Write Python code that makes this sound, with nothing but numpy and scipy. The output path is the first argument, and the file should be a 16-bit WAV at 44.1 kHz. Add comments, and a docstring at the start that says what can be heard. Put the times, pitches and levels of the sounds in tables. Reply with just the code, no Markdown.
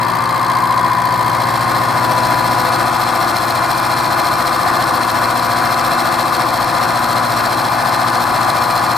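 """End milling of steel

A four-flute end mill takes a light cut in a steel bar; the scene then crossfades to a heavier cut. Each bite is
an impulsive force that scrapes off a chip and sets tool and bar ringing. Spindle and gears hum at harmonics of
the turning rate, the motor adds its own tones, and the castings roar by resonance. A stereo microphone stands
close, the machine to its left."""
import sys
import numpy as np
from scipy import signal
from scipy.fft import rfft, irfft, next_fast_len
from scipy.io import wavfile
from scipy.ndimage import map_coordinates

SR = 44100
rng = np.random.default_rng(int(sys.argv[2]) if len(sys.argv) > 2 else 0)


def wrap_up_sound(samples):
    """Save the sound to the file named by the first command line argument, as 16-bit audio."""
    columns = np.atleast_2d(samples).T
    # keep every value between -1 and 1, then stretch to whole-number steps
    tamed = np.clip(columns, -1, 1)
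    steps = np.round(tamed * 32767).astype(np.int16)
    wavfile.write(sys.argv[1], SR, steps)


N = 395577
T = np.arange(N) / SR
SIZE = next_fast_len(N + SR // 4)
HZ = np.fft.rfftfreq(SIZE, 1 / SR)
LIGHT, HEAVY = 1, 2  # the load on the tool; selects table columns
LIGHT_TURN_HZ, HEAVY_TURN_HZ = 14.4174, 14.4149  # the spindle slows under load


def cut(turn_hz, load, phases, faint_db, roar_db, cutting_db, ring_db, knock_db, scrape_db, sing_db,
        knock_s, fall_s, contact_s, snap, rubbing, runout_db):
    """Forced vibration: one train of bites drives the cutting sounds, over the machine's hum and roar."""
    bites = flute_bites(turn_hz, load)
    force = cutting_force(bites, fall_s, contact_s, snap, rubbing)
    ring_force = cutting_force(bites, fall_s, contact_s, 1.55 * snap, rubbing)
    edge_force = cutting_force(bites, .7 * fall_s, contact_s, .52 * snap, .6 * rubbing)
    roar = casting_roar(load, force, roar_db)
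    cutting = tool_ring(load, bites, ring_force, ring_db, knock_db, knock_s)
    cutting += chip_scrape(force, turn_hz, runout_db) * amp(scrape_db)
    cutting += edge_song(edge_force) * amp(sing_db)
    return cutting * amp(cutting_db) + machine_hum(turn_hz, load, faint_db, phases) + roar


# Entry of each flute into the bar: light_angle_turns, light_level_db, heavy_angle_turns, heavy_level_db
FLUTE_ENTRIES = [(.175, 0, .13, -2.5), (.42, 0, .37, 0), (.67, -2, .61, -3), (.94, -4, .885, -10)]

def flute_bites(turn_hz, load, scatter_db=1.56, jitter_s=.0001):
    """Periodic excitation: four impulses a turn, each slightly irregular in time and strength."""
    angle_turns, level_db = np.array(FLUTE_ENTRIES)[:, 2 * load - 2:2 * load].T
    turn = np.arange(int(N / SR * turn_hz) + 1)[:, None]
    late_s = jitter_s * rng.standard_normal((len(turn), len(angle_turns)))
    onsets = np.abs(np.round(((turn + angle_turns) / turn_hz + late_s) * SR).astype(int))
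    strength = amp(level_db + scatter_db * rng.standard_normal(onsets.shape))
    return np.bincount(onsets.ravel(), strength.ravel(), N)[:N]


def cutting_force(bites, fall_s, contact_s, snap, rubbing):
    """Shear and fracture: force rises, sags and ends in a snap as the chip breaks; rubbing persists."""
    t = T[:SR // 20]
    shear = np.exp(-t / fall_s) * (1 - np.exp(-t / .00086)) / (1 + np.exp((t - contact_s) / .00088))
    fracture = snap * np.exp(-.5 * ((t - contact_s) / .0016) ** 2)
    return rubbing + signal.fftconvolve(bites, shear + fracture)[:N]


# Modes of tool and bar: pitch_hz, bandwidth_hz, light_level_db, heavy_level_db
TOOL_MODES = [(3133, 87, -1, -10), (3364, 58, 0.5, -6), (4126, 95, 4.5, 1), (4313, 79, -4, -2.5),
              (4490, 39, 5, -2), (4710, 82, -1.5, -9.5), (5063, 120, -2, -7), (5460, 84, -9.5, -7),
              (5860, 200, -12, -14), (7590, 1350, -15.5, -19.5), (8630, 480, -11, -16),
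              (10200, 380, -21.5, -26)]

def tool_ring(load, bites, force, ring_db, knock_db, knock_s):
    """Modal response: tool and bar ring under the noisy force and knock knock_s after each bite."""
    response = modes(TOOL_MODES, HZ, load) * HZ ** 2 / (HZ ** 2 + 2200 ** 2)
    ring = stereo_noise(response, force)
    knock = unit(filtered(bites, response * balance() * delay(knock_s)))
    return ring * amp(ring_db) + knock * amp(knock_db)


# Spectral density of chips tearing off: frequency_hz, level_db
CHIP_SPECTRUM = [(1500, -7), (2100, -3.5), (2870, -13), (3840, -6.5), (6400, -20), (8650, -13),
                 (11300, -16), (11600, -19.5), (13000, -27), (13900, -27), (14800, -31), (15200, -44)]
# Wall reflections: delay_s, level_db
WALL_ECHOES = [(.0021, -17), (.0047, -17), (.0083, -18), (.0131, -20), (.019, -21)]

def chip_scrape(force, turn_hz, runout_db):
    """Amplitude modulation: tearing noise follows the force; runout thickens the chips once a turn."""
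    runout = amp(runout_db * np.cos(2 * np.pi * (turn_hz * T - .45)))
    walls = 1 + sum(amp(level_db) * delay(delay_s) for delay_s, level_db in WALL_ECHOES)
    return stereo_noise(amp(along(CHIP_SPECTRUM, HZ)) * walls, force * runout)


def edge_song(force, pitch_hz=13390):
    """Resonance: the flute edge sings in a narrow band of noise."""
    return stereo_noise(resonance(HZ, pitch_hz, bandwidth_hz=220) ** 2, force)


# Gear mesh tones: harmonic, pan_db, light_level_db, light_partner_db, light_swell_s,
# heavy_level_db, heavy_partner_db, heavy_swell_s, in_step_s (when the tones of both cuts are in phase)
MESH_TONES = [(69, 6, -23.2, -25.7, .92, -25.4, -37.4, 1.17, 2.71),
              (72, 6, -29.5, -31.8, 1.02, -36.6, -43.3, .18, 3.59),
              (73, 4.2, -27.2, -28.1, .62, -27.4, -43.7, .52, .04),
              (74, 1.3, -26.1, -33.7, .57, -34.8, -46.6, 1.11, .14)]

def gear_whine(light_gain, heavy_gain, light_beat_hz=.789, heavy_beat_hz=.687):
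    """Beats: each mesh tone interferes with a partner just above it, most deeply in the light cut."""
    columns = np.transpose(MESH_TONES)[:, :, None]
    harmonic, pan_db, in_step_s = columns[[0, 1, 8]]

    def pair(turn_hz, beat_hz, level_db, partner_db, swell_s):
        carrier = np.exp(2j * np.pi * harmonic * turn_hz * (T - in_step_s))
        return carrier * (amp(level_db) + amp(partner_db) * np.exp(2j * np.pi * beat_hz * (T - swell_s)))

    waves = light_gain * pair(LIGHT_TURN_HZ, light_beat_hz, *columns[2:5])
    waves += heavy_gain * pair(HEAVY_TURN_HZ, heavy_beat_hz, *columns[5:8])
    waves *= np.sqrt(2) * np.exp(2j * np.pi * rng.random(harmonic.shape))
    return (tone_gains(harmonic[:, 0] * HEAVY_TURN_HZ, pan_db[:, 0], scatter=0) @ waves).real


# Spindle and gear tones: harmonic, light_level_db, heavy_level_db, pan_db
SPINDLE_TONES = [(2, -58, -54, 0), (4, -50, -49, 0), (7, -49, -48, 0), (8, -32, -34, 1), (9, -34, -37, 1),
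                 (12, -37, -46, 1), (16, -45, -43, 1), (22, -51, -43, 1), (23, -40, -38, 1),
                 (24, -45, -39, 2), (25, -46, -43, 3), (35, -48, -41, 3), (36, -47, -39, 4),
                 (37, -42, -44, 10), (41, -44, -38, 8), (46, -44, -40, 3), (47, -44, -39, 1),
                 (48, -44, -35, 3), (49, -39, -34, 4), (50, -43, -38, 4), (51, -43, -38, 4),
                 (52, -42, -36, 2), (54, -49, -38, 7), (55, -48, -36, 12), (57, -34, -33, 4),
                 (59, -40, -36, 8), (61, -34, -34, 5), (65, -34, -37, 7), (66, -32, -35, 15),
                 (67, -40, -40, 5), (68, -33, -34, 2), (70, -30, -33, 6), (71, -35, -38, 2),
                 (75, -36, -42, 0), (76, -33, -36, -7), (77, -36, -37, -4), (78, -33, -36, 0),
                 (79, -40, -39, 4), (80, -32, -33, 8), (81, -31, -34, 10), (82, -38, -35, 6),
                 (83, -36, -37, 7), (84, -35, -33, 7), (85, -40, -38, 2), (92, -48, -41, 4),
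                 (96, -42, -41, 9), (99, -46, -39, 5), (100, -47, -39, 4), (103, -43, -39, 9),
                 (115, -49, -43, -4), (118, -53, -44, 3), (119, -47, -44, 1), (120, -45, -41, 2),
                 (146, -45, -45, 4), (147, -46, -46, 5), (148, -44, -49, 3)]
# Motor and mains tones: pitch_hz, light_level_db, heavy_level_db, pan_db
MOTOR_TONES = [(92.2, -62, -49, 2), (148.7, -47, -43, -2), (179.0, -42, -42, 3), (240.2, -36, -36, -1),
               (268.5, -47, -42, 1), (298.1, -49, -49, -4), (506.7, -42, -41, 6), (510.7, -51, -48, 4),
               (536.3, -39, -42, 7), (600.2, -48, -45, 6), (742.2, -36, -34, 0), (960.2, -48, -42, -3),
               (2039.6, -54, -46, 4), (2383.5, -52, -46, 4)]

def machine_hum(turn_hz, load, faint_db, phases):
    """Harmonic series of the rotation, plus motor tones; faint harmonics pass through the castings."""
    spindle, motor = np.array(SPINDLE_TONES), np.array(MOTOR_TONES)
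    strong = np.r_[spindle[:, 0], np.transpose(MESH_TONES)[0]]
    faint_hz = np.setdiff1d(np.arange(2, 190), strong) * turn_hz
    casting_db = 20 * np.log10(abs(modes(CASTING_MODES, faint_hz, load)))
    casting_db += 3.2 * rng.standard_normal(len(faint_hz))
    faint_pan_db = along(LEVEL_DIFFERENCE, faint_hz) + 3 * rng.standard_normal(len(faint_hz))
    pitch_hz = np.r_[spindle[:, 0] * turn_hz, faint_hz, motor[:, 0]]
    level_db = np.r_[spindle[:, load], faint_db + casting_db, motor[:, load]]
    pan_db = np.r_[spindle[:, 3], faint_pan_db, motor[:, 3]]
    return wavering_tones(pitch_hz, level_db, pan_db, phases[:len(pitch_hz)])


def wavering_tones(pitch_hz, level_db, pan_db, phases, waver_per_khz=.34, spread_hz=.88):
    """Random sidebands: a narrow skirt makes each tone waver, the higher tones more."""
    offsets = np.arange(-30, 31)
    bell = np.exp(-.5 * (offsets * HZ[1] / spread_hz) ** 2)
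    noise = rng.standard_normal((len(pitch_hz), len(offsets), 2)) @ [1, 1j] / np.sqrt(2)
    skirt = noise * bell / np.linalg.norm(bell)
    skirt_share = np.clip(waver_per_khz * pitch_hz / 1000, 0, .8)[:, None]
    carrier = (offsets == 0) * np.exp(10j * phases[:, :1])
    lines = (np.sqrt(1 - skirt_share) * carrier + np.sqrt(skirt_share) * skirt) * amp(level_db)[:, None]
    spectrum = np.zeros((2, len(HZ)), complex)
    bins = np.round(pitch_hz / HZ[1]).astype(int)[:, None] + offsets
    np.add.at(spectrum, (slice(None), bins), tone_gains(pitch_hz, pan_db, phases[:, 1])[..., None] * lines)
    return irfft(spectrum, SIZE)[:, :N] * SIZE / np.sqrt(2)


# Modes of castings, vise and table: pitch_hz, bandwidth_hz, light_level_db, heavy_level_db
CASTING_MODES = [(126, 85, -14, -11.5), (233, 59, -17, -11), (328, 38.6, -6.5, -5.5), (542, 44, -16, -10),
                 (700, 61.5, -2, 0), (862, 61, -8, -3), (942, 145, -12, -10), (1023, 90, -3, -3.5),
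                 (1196, 57, -1.5, 0.5), (1460, 95, -8, -4.5), (1716, 123, -7, -7.5), (2137, 53, -11, -12.5),
                 (2360, 69, -18.5, -19.5), (2672, 82, -33, -19.5)]

def casting_roar(load, force, level_db):
    """Structural resonance: the castings colour broadband noise, shaken a little by each bite."""
    roar = stereo_noise(abs(modes(CASTING_MODES, HZ, load)), 1 + .25 * force)
    return roar * amp(level_db + 1.7 * wobble(rate_hz=12))


# Roar scattered by the shop: frequency_hz, level_db
SHOP_SPECTRUM = [(150, -45), (250, -26), (450, -24.5), (780, -24), (905, -20), (1050, -14.5), (1500, -24.5),
                 (3000, -47), (5000, -80)]

def shop_roar(level_db=-29):
    """Diffuse field: scattered sound reaches each channel by its own paths, so the two are incoherent."""
    response = amp(along(SHOP_SPECTRUM, HZ)) * balance()
    return unit(filtered(rng.standard_normal((2, N)), response)) * amp(level_db)


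# Likeness of the two channels: frequency_hz, coherence
COHERENCE = [(60, .99), (150, 0.98), (380, 0.78), (700, 0.88), (940, 0.54), (1400, 0.63), (2350, 0.79),
             (4500, 0.93), (5600, 0.76), (6300, .999), (15000, .999)]
# Level of left over right: frequency_hz, pan_db
LEVEL_DIFFERENCE = [(60, .7), (130, .6), (290, 1.8), (630, 4.5), (1390, 3), (3050, 1.5), (5400, 1),
                    (6300, 0), (15000, 0)]
# Phase of left ahead of right: frequency_hz, lead_rad
PHASE_LEAD = [(60, .1), (130, .32), (240, .75), (330, .45), (500, .6), (700, .3), (880, .6), (1000, -.1),
              (1200, .3), (1500, -.4), (2400, 0), (6300, 0)]

def stereo_noise(response, envelope):
    """Partial coherence: the channels are the sum and difference of two noises shaped alike."""
    angle = np.arccos(along(COHERENCE, HZ)) / 2
    spectra = rfft(envelope * rng.standard_normal((2, N)), SIZE) * response
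    mid, side = spectra * [np.cos(angle), np.sin(angle)]
    lean = amp(along(LEVEL_DIFFERENCE, HZ) / 2) * np.exp(.5j * along(PHASE_LEAD, HZ))
    return unit(irfft(np.array([(mid + side) * lean, (mid - side) / lean]), SIZE)[:, :N])


def tone_gains(pitch_hz, pan_db, scatter):
    """Phase difference: complex channel gains; walls scatter the phase of all but the bass."""
    shift = np.exp(.5j * (along(PHASE_LEAD, pitch_hz) + .52 * np.clip(pitch_hz / 400, 0, 1) * scatter))
    gain = amp(np.outer([.5, -.5], pan_db)) * [shift, 1 / shift]
    return gain / np.abs(gain.mean(axis=0))


def balance():
    """Level difference: left and right gain at each frequency."""
    return amp(np.outer([.5, -.5], along(LEVEL_DIFFERENCE, HZ)))


def modes(table, hz, load):
    """Modal superposition: neighbours of opposite sign leave shallow valleys."""
    return sum((-1) ** k * amp(row[load + 1]) * resonance(hz, *row[:2]) for k, row in enumerate(table))


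def resonance(hz, pitch_hz, bandwidth_hz):
    """Frequency response of a damped oscillator."""
    return 1j * hz * bandwidth_hz / (pitch_hz ** 2 - hz ** 2 + 1j * hz * bandwidth_hz)


def delay(delay_s):
    """Linear phase: the frequency response of a delay."""
    return np.exp(-2j * np.pi * HZ * delay_s)


def filtered(x, response):
    """Convolution as a product of spectra."""
    return irfft(rfft(x, SIZE) * response, SIZE)[..., :N]


def wobble(rate_hz):
    """Linear interpolation between random values."""
    return map_coordinates(rng.standard_normal(int(N * rate_hz / SR) + 4), [T * rate_hz], order=1)


def along(points, hz):
    """Interpolation on a logarithmic frequency axis."""
    frequency_hz, values = np.transpose(points)
    return np.interp(np.log(hz + 1), np.log(frequency_hz + 1), values)


def amp(db):
    """Decibels to amplitude."""
    return 10 ** (np.asarray(db) / 20)


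def unit(x):
    """Normalisation to unit RMS."""
    return x / np.sqrt(np.mean(x ** 2) + 1e-20)


def scene():
    """Crossfade: the scene changes from the light cut to the heavy one, one fading out and the other in, each
    linearly in power."""
    light_out_s, heavy_in_s = (1.0, 2.9), (1.05, 2.58)
    light_gain = np.sqrt(np.interp(T, light_out_s, [1, 0]))
    heavy_gain = np.sqrt(np.interp(T, heavy_in_s, [0, 1]))
    phases = rng.standard_normal((250, 2))  # per hum tone, for both cuts: starting phase, channel scatter
    light = cut(LIGHT_TURN_HZ, LIGHT, phases, faint_db=-34.5, roar_db=-26, cutting_db=-31,
                ring_db=-2, knock_db=-31, scrape_db=-1.5, sing_db=-11,
                knock_s=.00149, fall_s=.004, contact_s=.0076, snap=.05, rubbing=.18, runout_db=1)
    heavy = cut(HEAVY_TURN_HZ, HEAVY, phases, faint_db=-36, roar_db=-21.5, cutting_db=-26,
                ring_db=-3.5, knock_db=-11, scrape_db=-2, sing_db=-12.5,
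                knock_s=.012, fall_s=.035, contact_s=.013, snap=.82, rubbing=.52, runout_db=0)
    return light_gain * light + heavy_gain * heavy + gear_whine(light_gain, heavy_gain) + shop_roar()


def record(dry):
    """Saturation and band limiting: peaks are rounded, the deepest bass and highest treble removed."""
    ceiling, low_hz, top_hz = .95, 25, 15200
    soft = dry / (1 + np.abs(dry / ceiling) ** 4) ** (1 / 4)
    return filtered(soft, (HZ < top_hz) * HZ / np.hypot(HZ, low_hz))


dry = scene()
out = record(dry)
wrap_up_sound(out)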